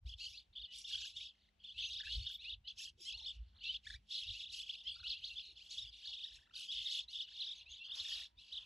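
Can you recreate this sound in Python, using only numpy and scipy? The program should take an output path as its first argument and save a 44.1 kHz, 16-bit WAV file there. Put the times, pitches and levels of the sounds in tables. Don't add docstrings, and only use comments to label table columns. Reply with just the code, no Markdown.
import sys
import numpy as np
from scipy import signal
from scipy.fft import rfft, irfft
from scipy.io import wavfile
from scipy.ndimage import uniform_filter1d

SR = 44100
rng = np.random.default_rng(int(sys.argv[2]) if len(sys.argv) > 2 else 0)


def gain_from_decibels(decibels):
    exponent = np.asarray(decibels, float) / 20
    return 10 ** exponent


def wav_record(signal):
    frames = np.transpose(np.atleast_2d(signal))
    bounded = np.clip(frames, -1, 1)
    quanta = np.round(bounded * 32767).astype(np.int16)
    wavfile.write(sys.argv[1], SR, quanta)


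N = 381465

# start_s, length_s, from_hz, to_hz, level_db
WHISTLES = [(0.06, 0.027, 950, 1380, -60), (0.277, 0.023, 1430, 1527, -63), (0.328, 0.051, 1130, 1500, -63),
            (0.532, 0.019, 900, 1310, -64.5), (0.68, 0.052, 989, 979, -58.5),
            (1.137, 0.033, 1300, 1540, -55.5), (1.198, 0.03, 1050, 1317, -60),
            (1.588, 0.02, 1150, 1530, -79), (1.647, .04, 1100, 1550, -67), (1.746, 0.031, 1270, 1400, -59),
            (1.862, 0.046, 1290, 1444, -54), (2.047, 0.077, 1250, 1470, -51),
            (2.22, 0.047, 1200, 1556, -56.5), (2.384, 0.056, 1080, 1480, -62),
            (2.447, 0.05, 1200, 1480, -50), (2.647, 0.033, 950, 1075, -56.5),
            (2.772, 0.049, 1050, 1380, -63), (2.815, 0.021, 1100, 1270, -57),
            (3.051, 0.032, 976, 1086, -50), (3.126, 0.035, 1200, 1490, -49),
            (3.22, 0.037, 850, 1255, -59.5), (3.534, 0.01, 1400, 1660, -78), (3.61, 0.028, 1380, 1594, -57),
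            (3.651, 0.04, 1320, 1380, -46), (3.687, 0.028, 1430, 1570, -42.5),
            (4.089, 0.016, 1560, 1740, -62), (4.238, .042, 1230, 1467, -56.5),
            (4.339, 0.042, 1220, 1500, -50), (4.843, 0.043, 950, 1097, -49),
            (4.939, 0.024, 1550, 1910, -55.5), (5.042, 0.03, 1250, 1546, -47.5),
            (5.123, 0.046, 1170, 1414, -53.5), (5.22, 0.025, 1250, 1707, -55),
            (5.306, 0.035, 1383, 1363, -51.5), (5.593, 0.035, 1000, 1596, -57),
            (6.684, 0.03, 1500, 1760, -45.5), (7.086, 0.05, 1290, 1615, -61.5),
            (7.283, 0.013, 1300, 1650, -58), (7.66, 0.038, 1230, 1410, -59),
            (7.792, 0.051, 1300, 1390, -56),
            (1.9, 0.0283, 1750, 2000, -55.5), (4.515, .03, 1700, 2800, -63),
                 (7.085, 0.034, 1940, 2350, -54.5), (2.04, 0.029, 3200, 1800, -64),
                 (7.2, 0.057, 1800, 1450, -51.5), (3.228, .032, 1700, 2200, -53.5),
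                 (3.205, .022, 1700, 2100, -53.5), (2.208, 0.045, 2100, 2300, -57),
                 (2.39, .035, 1750, 2150, -57), (2.43, .035, 1650, 2300, -57), (0.33, .03, 2400, 2400, -66),
                 (0.38, 0.037, 2000, 2400, -60.5), (2.8, 0.0296, 2550, 2800, -57)]
# start_s, length_s, pitch_hz, rate_hz, level_db
SHALLOW_BIRD = [(0.197, 0.072, 1350, 20, -56), (0.211, 0.076, 1469, 44, -51), (0.305, 0.018, 1800, 49, -66),
                (0.759, 0.033, 1500, 42, -62), (1.162, 0.03, 1720, 82, -50.5),
                (1.596, 0.031, 1560, 52, -70), (0.196, 0.06, 2150, 44, -53), (5.914, 0.052, 1980, 40, -73),
                (5.709, .05, 2100, 55, -53.5), (2.122, 0.055, 1554, 39, -50.5),
                (3.414, 0.091, 1650, 55, -94), (4.761, 0.063, 1700, 52, -60.5),
                (5.356, 0.039, 1650, 47.5, -49), (5.826, 0.06, 1600, 36, -64.5),
                (6.534, 0.025, 1592, 63, -61), (6.585, 0.095, 1677, 32.8, -59),
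                (7.841, 0.033, 1500, 53, -51), (4.14, .07, 1950, 55, -48), (4.145, .075, 1560, 48, -49),
                (5.43, .09, 2000, 60, -60), (5.865, .04, 1600, 50, -58), (8.375, .03, 1280, 12, -64),
                (7.916, 0.039, 1700, 51, -48.5), (7.971, 0.038, 1670, 46, -46.5),
                (8.254, 0.017, 1600, 45, -54.5)]
MIDDLE_BIRD = [(0.086, 0.057, 1564, 41.7, -56.5), (.558, 0.031, 1620, 69.4, -50.5),
               (.59, 0.078, 1633, 30.1, -51), (1.775, .09, 1652, 52.3, -46),
               (6.07, .085, 1628, 46.7, -50.5), (7.128, 0.052, 1637, 54.4, -49),
               (7.701, 0.049, 1545, 42.9, -62.5), (0.843, 0.09, 1612, 38.3, -48.5),
               (1.251, 0.021, 1603, 32.9, -51.5), (1.636, .095, 1597, 31.3, -55.5),
               (1.894, 0.13, 1700, 31.6, -49), (2.262, 0.064, 1630, 44.9, -47.5),
               (2.336, 0.027, 1653, 29.9, -51.5), (2.677, 0.045, 1520, 51.4, -49),
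               (2.846, 0.055, 1456, 42.7, -55.5), (3.081, 0.05, 1489, 50, -48),
               (3.638, 0.11, 1676, 45, -50.5), (4.537, 0.06, 1424, 47.2, -53.5),
               (4.873, 0.054, 1547, 51.2, -46.5), (5.072, 0.081, 1570, 29.36, -46.5),
               (6.132, 0.12, 1676, 30.1, -51.5), (6.707, 0.064, 1677, 36.8, -45.5),
               (6.761, 0.07, 1632, 57.4, -48), (6.841, 0.13, 1706, 26.24, -47.5),
               (6.947, 0.069, 1517, 51.9, -45), (7.151, 0.0995, 1652, 31.7, -49),
               (7.306, 0.087, 1637, 32.5, -54.5), (7.418, 0.12, 1720, 45.6, -47),
               (7.787, 0.082, 1570, 49, -62.5), (7.87, 0.049, 1560, 50, -51),
               (8.097, 0.06, 1523, 53.5, -47.5), (8.126, 0.097, 1690, 42.4, -48.5),
               (8.522, 0.067, 1750, 33.17, -47)]
DEEP_BIRD = [(.37, 0.037, 1753, 29, -58.5), (0.744, 0.027, 1696, 25, -63), (0.975, 0.11, 1640, 44, -54.5),
             (1.032, 0.13, 1600, 40, -76), (1.204, 0.051, 1590, 29, -52), (1.763, 0.17, 1764, 35, -57.5),
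             (2.489, 0.059, 1622, 36, -48.5), (3.168, 0.041, 1790, 28, -52),
             (3.545, 0.027, 1770, 31, -71.5), (3.562, 0.063, 1810, 34, -68.5), (3.74, 0.03, 1494, 32, -46),
             (4.108, .028, 1882, 40, -47), (4.272, 0.068, 1674, 36, -48.5), (4.385, 0.04, 1650, 36, -52),
             (4.42, 0.092, 1590, 30, -53), (4.593, 0.166, 1415, 32, -50), (5.065, 0.074, 1737, 31.4, -45.5),
             (5.167, .036, 1930, 29, -53.5), (5.237, 0.0756, 1780, 32, -50),
             (5.392, 0.026, 1417, 30, -48.5), (5.558, 0.04, 1550, 37, -60.5),
             (5.639, 0.035, 1437, 55, -61.5), (5.667, 0.035, 1603, 10, -63),
             (5.707, 0.125, 1505, 34, -57.5), (6.045, 0.068, 1873, 26, -51.5), (6.232, 0.06, 1700, 40, -57),
             (6.895, 0.089, 1847, 39, -48), (2.09, 0.079, 1830, 35.5, -46.5), (7.016, 0.03, 1860, 33, -59),
             (7.39, 0.065, 1728, 26.6, -51), (7.552, 0.064, 1760, 32, -58.5),
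             (7.99, 0.046, 1764, 29.5, -49.5)]
FOURTH_BIRD = [(.712, 0.039, 1530, 40.6, -63), (0.929, 0.032, 1504, 49.3, -43), (1.01, 0.03, 1463, 39, -51),
               (1.285, 0.028, 1610, 29.8, -62), (2.614, .07, 1560, 25.1, -100),
               (2.792, 0.045, 1412, 45, -69), (3.258, 0.064, 1640, 46.5, -49.5),
               (3.869, 0.089, 1915, 35, -59), (4.217, 0.056, 970, 25.4, -72),
               (4.99, 0.037, 1905, 33, -58.5), (5.779, 0.064, 1760, 30.7, -47.5),
               (8.042, 0.074, 1713, 34.8, -49.5), (8.406, 0.022, 1770, 30.3, -69),
               (8.565, 0.073, 1645, 49.4, -56)]
WARBLE_SWINGS = 0.0859, 0.1396, 0.2096, 0.1135
# frequency_hz, gain_db
THROAT = [(1200, -70), (1700, -36.5), (2200, -19), (2700, -3.5), (3300, 3), (4200, 0), (5200, -12.5),
          (6500, -23), (8500, -32), (13500, -40)]
# start_s, length_s, level_db, shrillness_db
BOUTS = [(0.083, 0.039, -61, -11), (0.191, 0.21, -54, -9), (0.574, 0.091, -65, -29.5),
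         (0.725, 0.089, -49, -10), (0.884, 0.21, -46.5, -15), (1.167, 0.11, -51.5, -11),
         (1.314, 0.16, -74.5, -19), (1.642, 0.23, -62.5, -21), (1.789, 0.071, -42.5, -24.5),
         (1.89, 0.11, -50, -15), (2.048, 0.29, -49, -13.5), (2.422, 0.086, -52, -24),
         (2.675, 0.048, -62, -20), (2.788, 0.056, -47, -4.5), (3.011, 0.088, -53, -7.5),
         (3.139, 0.22, -59, -14.5), (3.368, .16, -76.5, -18.5), (3.636, 0.099, -48, -22.5),
         (3.85, 0.09, -60, -6), (4.112, 0.12, -45.5, -14), (4.223, 0.2, -49.5, -17.5),
         (4.528, 0.087, -46.5, -10), (4.67, 0.32, -57, -18), (5.037, 0.432, -55.5, -17.5),
         (5.452, 0.07, -60, -22), (5.575, .1, -62, -12), (5.71, 0.16, -52.5, -9),
         (5.932, 0.432, -54.5, -17.5), (6.559, 0.089, -46, -10.5), (6.4, .04, -68, -18),
         (6.66, .04, -57, -14), (6.725, 0.27, -45.5, -14.5), (7.11, 0.11, -53, -12.5),
         (7.27, .35, -55, -20.5), (7.703, 0.078, -52, -20.5), (7.954, 0.29, -48, -12.5),
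         (8.4, 1, -58.5, -19.5)]
# start_s, length_s, pitch_hz, level_db
CHURRS = [(0.897, 0.18, 1607, -67), (1.333, 0.16, 2000, -80), (1.99, 0.11, 1747, -52.5),
          (3.856, 0.11, 1760, -51), (6.009, .07, 1735, -74), (7.269, .07, 1665, -74.5),
          (7.42, 0.089, 1675, -77), (2.789, .1, 1820, -77), (2.25, .07, 1650, -72), (3.84, .13, 2300, -66),
          (4.949, 0.12, 1400, -65.5), (6.24, 0.26, 1824, -71.5), (6.459, 0.16, 1415, -72.5),
          (8.035, 0.22, 1864, -65.5)]
# start_s, length_s, centre_hz, level_db
SQUEALS = [(2.3, .08, 13000, -59), (3.26, .06, 7500, -70), (3.04, .06, 8300, -69),
           (2.675, .05, 6030, -72.5), (2.81, .07, 7700, -67), (4.9, 0.054, 8300, -72),
           (4.9, .08, 4500, -58), (1.79, 0.14, 6100, -58.5), (7.69, 0.074, 6300, -63),
           (3.865, 0.053, 8500, -71), (7.13, 0.15, 15000, -59), (7.55, 0.067, 6260, -67.5)]
# start_s, length_s, level_db
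FLURRIES = [
    (7.9, 0.327, -75),
    (8.5, .15, -80.5),
    (3.3, .45, -90),
]
# frequency_hz, density_db (per Hz)
FEATHERS = [(250, -14.5), (500, -4.5), (1000, 4), (2000, -2.5), (3500, -11.5), (7000, -26.5)]
# start_s, length_s, pitch_hz, level_db
INSECT_HUMS = [
    (2.947, 0.12, 375, -73.5),
    (3.088, 0.21, 850, -70),
    (3.202, 0.13, 620, -85),
    (6.04, 0.13, 900, -72),
    (7.392, .12, 900, -76),
    (5.45, 0.13, 400, -79),
]
# multiple (of the fundamental), level_db
DRONE = [(1, -87), (2, -103)]
# time_s, level_db
RUSTLE = [(0.0, -96), (2.85, -94), (3.15, -89), (3.55, -92.5), (5.5, -87.5), (7, -92), (8.65, -89)]
# frequency_hz, density_db (per Hz)
GRASS = [(150, 10.5), (300, -2.5), (800, -2.5), (1200, -8), (1800, -8), (3000, -4.5), (5000, -14),
         (12000, -26)]
# start_s, peak_db
GUSTS = [(0.044, -42.5), (0.109, -51.5), (0.27, -64), (0.942, -63), (1.136, -69), (1.885, -66),
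         (2.157, -38), (2.511, -66), (3.142, -58.5), (3.319, -61), (3.382, -46), (3.722, -61),
         (3.919, -53.5), (4.281, -51.5), (4.995, -62), (5.073, -69), (6.755, -62), (7.691, -65),
         (8.358, -67)]
# time_s, level_db
BREEZE = [(0, -82.5), (.6, -69.5), (1.2, -80.5), (1.8, -69.5), (2.7, -78.5), (3.2, -75.5), (4.3, -79.5),
          (4.65, -81.5), (5.3, -72.5), (5.8, -73.5), (6.5, -78), (7.3, -82), (7.7, -79), (8.65, -78)]
# frequency_hz, density_db (per Hz)
WIND = [(20, -29.5), (35, -20.5), (53, 0), (80, -10), (125, -21.5), (200, -49.5), (350, -62), (600, -79)]
# frequency_hz, lag_rad
PORTS = [(250, 0), (500, -1.3), (900, -2.5), (1250, -1.9), (1600, .1), (3800, .05), (4300, .45),
         (4750, 1.1), (5020, 3.14), (5300, 5.3), (5800, 6.28), (7500, 6.28), (7800, 6.9), (12900, 8.85)]

ARCH = 0.46
TROUGH_DB = -4.5
UNEVEN_TURNS = .025
GLIDE_BEND = 0.68
WHISTLE_UPPER_DB = -7
LOWEST_DB, UPPER_DB = -14.5, -4
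TOP_FADE_DB = -5
GAPE_SPREAD_DB, FLUTTER_DB = 2.5, 2
NOTE_MARGIN_S = .006
BOUT_RISE_DB_PER_S, BOUT_FALL_DB_PER_S = 700, 448
GUST_PEAK_S, GUST_RISE_DB_PER_S, GUST_FALL_DB_PER_S = 0.025, 277, 266.5
CHURR_RATE_HZ = 29
FAR_HUM_HZ, FAR_HUM_DB, FAR_HUM_FROM_S = 960, -84, 5
OPENS_S = .035


def near_birds():
    out = np.zeros(N)
    shrill_db = shrillness()
    birds = SHALLOW_BIRD, MIDDLE_BIRD, DEEP_BIRD, FOURTH_BIRD
    for swing, bird in zip(WARBLE_SWINGS, birds):
        for start_s, length_s, pitch_hz, rate_hz, level_db in bird:
            t = note_time(length_s)
            flick = zigzag(rate_hz * t - 1 / 4 + UNEVEN_TURNS * walk(30, len(t)))
            hz = pitch_hz * (1 + swing * flick * (1 + .15 * walk(30, len(t))))
            note_db = level_db + TROUGH_DB * ((1 - flick) / 2) ** 2 + 2
            add_note(out, start_s, hz, note_db, shrill_db)
    for start_s, length_s, from_hz, to_hz, level_db in WHISTLES:
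        progress = np.clip(note_time(length_s) / length_s, 0, 2) ** GLIDE_BEND
        hz = from_hz * (to_hz / from_hz) ** progress
        add_note(out, start_s, hz, level_db, shrill_db, WHISTLE_UPPER_DB)
    return out


def note_time(length_s):
    return np.arange(int((length_s + 2 * NOTE_MARGIN_S) * SR)) / SR - NOTE_MARGIN_S


def add_note(out, start_s, hz, level_db, shrill_db, upper_db=0.):
    start = max(int((start_s - NOTE_MARGIN_S) * SR), 0)
    t = np.arange(len(hz)) / SR
    ends = np.clip(t / .011, 0, 1) * np.clip((t[-1] - t) / .012, 0, 1)
    voice = syrinx(hz, rough=0.15, shrill_db=shrill_db[start] + 15, upper_db=upper_db, top_db=TOP_FADE_DB)
    breath = gain_from_decibels(level_db + FLUTTER_DB * walk(90.3, len(hz)))
    out[start:start + len(hz)] += breath * ends * voice


def syrinx(hz, rough, shrill_db=0., upper_db=0., top_db=0., count=10):
    size = len(hz)
    hz = hz * (1 + .004 * walk(300, size))
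    phase = 2 * np.pi * np.cumsum(hz) / SR
    mean_hz = np.mean(hz)
    throat_hz, throat_db = np.transpose(THROAT)
    out = 0
    for k in range(1, count + 1):
        db = np.interp(np.log(k * hz), np.log(throat_hz), throat_db, -90, -90)
        db = db + shrill_db * np.clip((k * hz - 4300) / 1000, 0, 1)
        db = db + LOWEST_DB * (k == 1)
        db = db + (UPPER_DB + upper_db) * np.clip(k - 2900 / mean_hz, 0, 1)
        db = db + top_db * np.clip(k - 5200 / mean_hz, 0, 1)
        db = db + GAPE_SPREAD_DB * min(k / 2, 1.3) * walk(40, size)
        roughness = 1 + rough * (k / 2) ** 1.2 * walk(700, size)
        out = out + gain_from_decibels(db) * np.sin(k * phase + k * k) * roughness
    return out / np.std(out)


def zigzag(turns):
    arch = 2 * np.abs(np.sin(np.pi * (turns + 1 / 4))) - 1
    triangle = np.arcsin(.95 * np.sin(2 * np.pi * turns)) / np.arcsin(.95)
    return ARCH * arch + (1 - ARCH) * triangle


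def shrillness():
    start_s, length_s, _, shrill_db = np.transpose(BOUTS)
    return np.interp(np.arange(N) / SR, start_s + length_s / 2, shrill_db)


def flock(count=3):
    start_s, length_s, bout_db, _ = np.transpose(BOUTS)
    level_db = swells(start_s, length_s, bout_db, BOUT_RISE_DB_PER_S, BOUT_FALL_DB_PER_S)
    shrill_db = shrillness()
    out = 0
    for k in range(count):
        turns = np.cumsum(42 * (1 + .2 * walk(5, N))) / SR
        hz = (1060 + 260 * k) * (1 + 0.064 * walk(6, N)) * (1 + 0.1383 * zigzag(turns))
        gain = gain_from_decibels(3.47 * walk(12, N))
        out = out + gain * syrinx(hz, rough=0.25, shrill_db=shrill_db + 4.06 * walk(9, N) + 20, count=13)
    loudness = np.sqrt(uniform_filter1d(out ** 2, SR // 12))
    return out / loudness * gain_from_decibels(level_db - 3.5)


def churrs():
    out = np.zeros(N)
    for start_s, length_s, pitch_hz, level_db in CHURRS:
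        t = np.arange(int(length_s * SR)) / SR
        start, size = int(start_s * SR), len(t)
        throb = np.sin(np.pi * CHURR_RATE_HZ * t) ** 4
        hz = pitch_hz * (.85 + .28 * (CHURR_RATE_HZ * t % 1)) * (1 + 0.025 * walk(200, size))
        phase = 2 * np.pi * np.cumsum(hz) / SR
        rough = 1 + .8 * walk(500, size)
        tone = np.sin(phase) + 0.97 * np.sin(2 * phase) + .12 * np.sin(3 * phase) + 0.11 * np.sin(4 * phase)
        out[start:start + size] += gain_from_decibels(level_db) * throb * rough * tone
    return out


def squeals():
    out = np.zeros(N)
    for start_s, length_s, centre_hz, level_db in SQUEALS:
        t = np.arange(int(length_s * SR)) / SR
        start, size = int(start_s * SR), len(t)
        bend = 1 + 0.054 * zigzag(36 * t + 0.083 * walk(30, size)) + .02 * walk(310, size)
        phase = 2 * np.pi * np.cumsum(centre_hz * bend) / SR
        tone = np.sin(phase) * (1 + 0.94 * walk(600, size))
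        out[start:start + size] += gain_from_decibels(level_db) * np.sqrt(np.hanning(size)) * tone
    return out


def flurries():
    start_s, length_s, level_db = np.transpose(FLURRIES)
    whirr = colour(rng.standard_normal(N), FEATHERS)
    return whirr * gain_from_decibels(swells(start_s, length_s, level_db, 200, 250) + 3 * walk(30, N))


def hums():
    t = np.arange(N) / SR
    far_phase = 2 * np.pi * np.cumsum(FAR_HUM_HZ * (1 + 0.024 * walk(26, N))) / SR
    approach = np.clip(t - FAR_HUM_FROM_S, 0, 2) / 2
    out = gain_from_decibels(FAR_HUM_DB + 3.1 * walk(6, N)) * approach * np.sin(far_phase)
    for start_s, length_s, pitch_hz, level_db in INSECT_HUMS:
        start, size = int(start_s * SR), int(length_s * SR)
        phase = 2 * np.pi * np.cumsum(pitch_hz * (1 + 0.103 * walk(74, size))) / SR
        out[start:start + size] += gain_from_decibels(level_db) * walk(150, size) * np.hanning(size) * np.sin(phase)
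    return out


def meadow(x):
    t = np.arange(SR // 5) / SR
    tail = rng.standard_normal(len(t)) * gain_from_decibels(-60 * t / .09) * (t > .002)
    tail = tail / np.linalg.norm(tail)
    return x + gain_from_decibels(-14) * signal.fftconvolve(x, tail)[:N]


def field():
    grass_hz, grass_db = np.transpose(GRASS)
    rustle = 0
    for hz in 200 * 2 ** np.arange(0, 6, .5):
        band = [(f, db - 14 * np.log2(f / hz) ** 2) for f, db in GRASS]
        share_db = np.interp(np.log(hz), np.log(grass_hz), grass_db)
        patch = colour(rng.standard_normal(N), band)
        rustle = rustle + patch * gain_from_decibels(share_db + 3.8 * walk(7.1, N)) * np.sqrt(hz / 6000)
    phase = 2 * np.pi * np.cumsum(208 * (1 + 0.0056 * walk(7.3, N))) / SR
    nearness = np.exp(-((np.arange(N) / SR - 2.8) / 2.8) ** 2)
    drone = sum(gain_from_decibels(db) * np.sin(k * phase) for k, db in DRONE)
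    return rustle * gain_from_decibels(level_curve(RUSTLE) + 5.0) + nearness * drone


def wind():
    eddies = colour(rng.standard_normal(N), WIND)
    eddies = eddies / np.sqrt(uniform_filter1d(eddies ** 2, SR // 16))
    start_s, peak_db = np.transpose(GUSTS)
    knocks_db = swells(start_s + GUST_PEAK_S, 0 * start_s, peak_db - 2.5, GUST_RISE_DB_PER_S, GUST_FALL_DB_PER_S)
    breeze_db = level_curve(BREEZE) + 5.7 * walk(23, N)
    return eddies * (gain_from_decibels(knocks_db) + gain_from_decibels(breeze_db))


def colour(x, points):
    hz, db = np.transpose(points)
    f = np.fft.rfftfreq(len(x), 1 / SR) + 1
    gain = gain_from_decibels(np.interp(np.log(f), np.log(hz), db, -120, db[-1]))
    y = irfft(rfft(x) * gain, len(x))
    return y / np.std(y)


def level_curve(table):
    time_s, level_db = np.transpose(table)
    return np.interp(np.arange(N) / SR, time_s, level_db)


def swells(starts_s, lengths_s, levels_db, rise_db_per_s, fall_db_per_s):
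    t = np.arange(0, N, 32) / SR
    power = 1e-12
    for start_s, length_s, top_db in zip(starts_s, lengths_s, levels_db):
        rise_db = rise_db_per_s * np.clip(start_s - t, 0, 1)
        fall_db = fall_db_per_s * np.clip(t - start_s - length_s, 0, 1)
        power = power + gain_from_decibels(top_db - rise_db - fall_db) ** 2
    return np.interp(np.arange(N) / SR, t, 10 * np.log10(power))


def walk(rate_hz, size):
    k = max(int(SR / rate_hz), 2)
    steps = np.repeat(rng.standard_normal(size // k + 2), k)
    return 1.5 * uniform_filter1d(uniform_filter1d(steps, k), k)[:size]


def scene():
    birds = near_birds() + churrs() + squeals() + flock()
    air = rfft(meadow(birds) + field() + hums() + flurries())
    lag_rad = np.interp(np.fft.rfftfreq(N, 1 / SR), *np.transpose(PORTS))
    ports = np.array([irfft(air * np.exp(-.5j * side * lag_rad), N) for side in (1, -1)])
    apart = np.array([colour(rng.standard_normal(N), GRASS) * gain_from_decibels(1.9 * walk(4.5, N)) for _ in range(2)])
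    tilt = .03 * walk(20, N) * np.array([[1], [-1]])
    return ports + gain_from_decibels(np.array([[-85], [-87]])) * apart + wind() * (1 + tilt)


def low_pass(x):
    return signal.sosfilt(signal.butter(12, 12980, fs=SR, output="sos"), x)


def record(dry):
    opening = np.clip(np.arange(N) / SR / OPENS_S, 0, 1) ** 2
    return low_pass(dry * opening)


dry = scene()
out = record(dry)
wav_record(out)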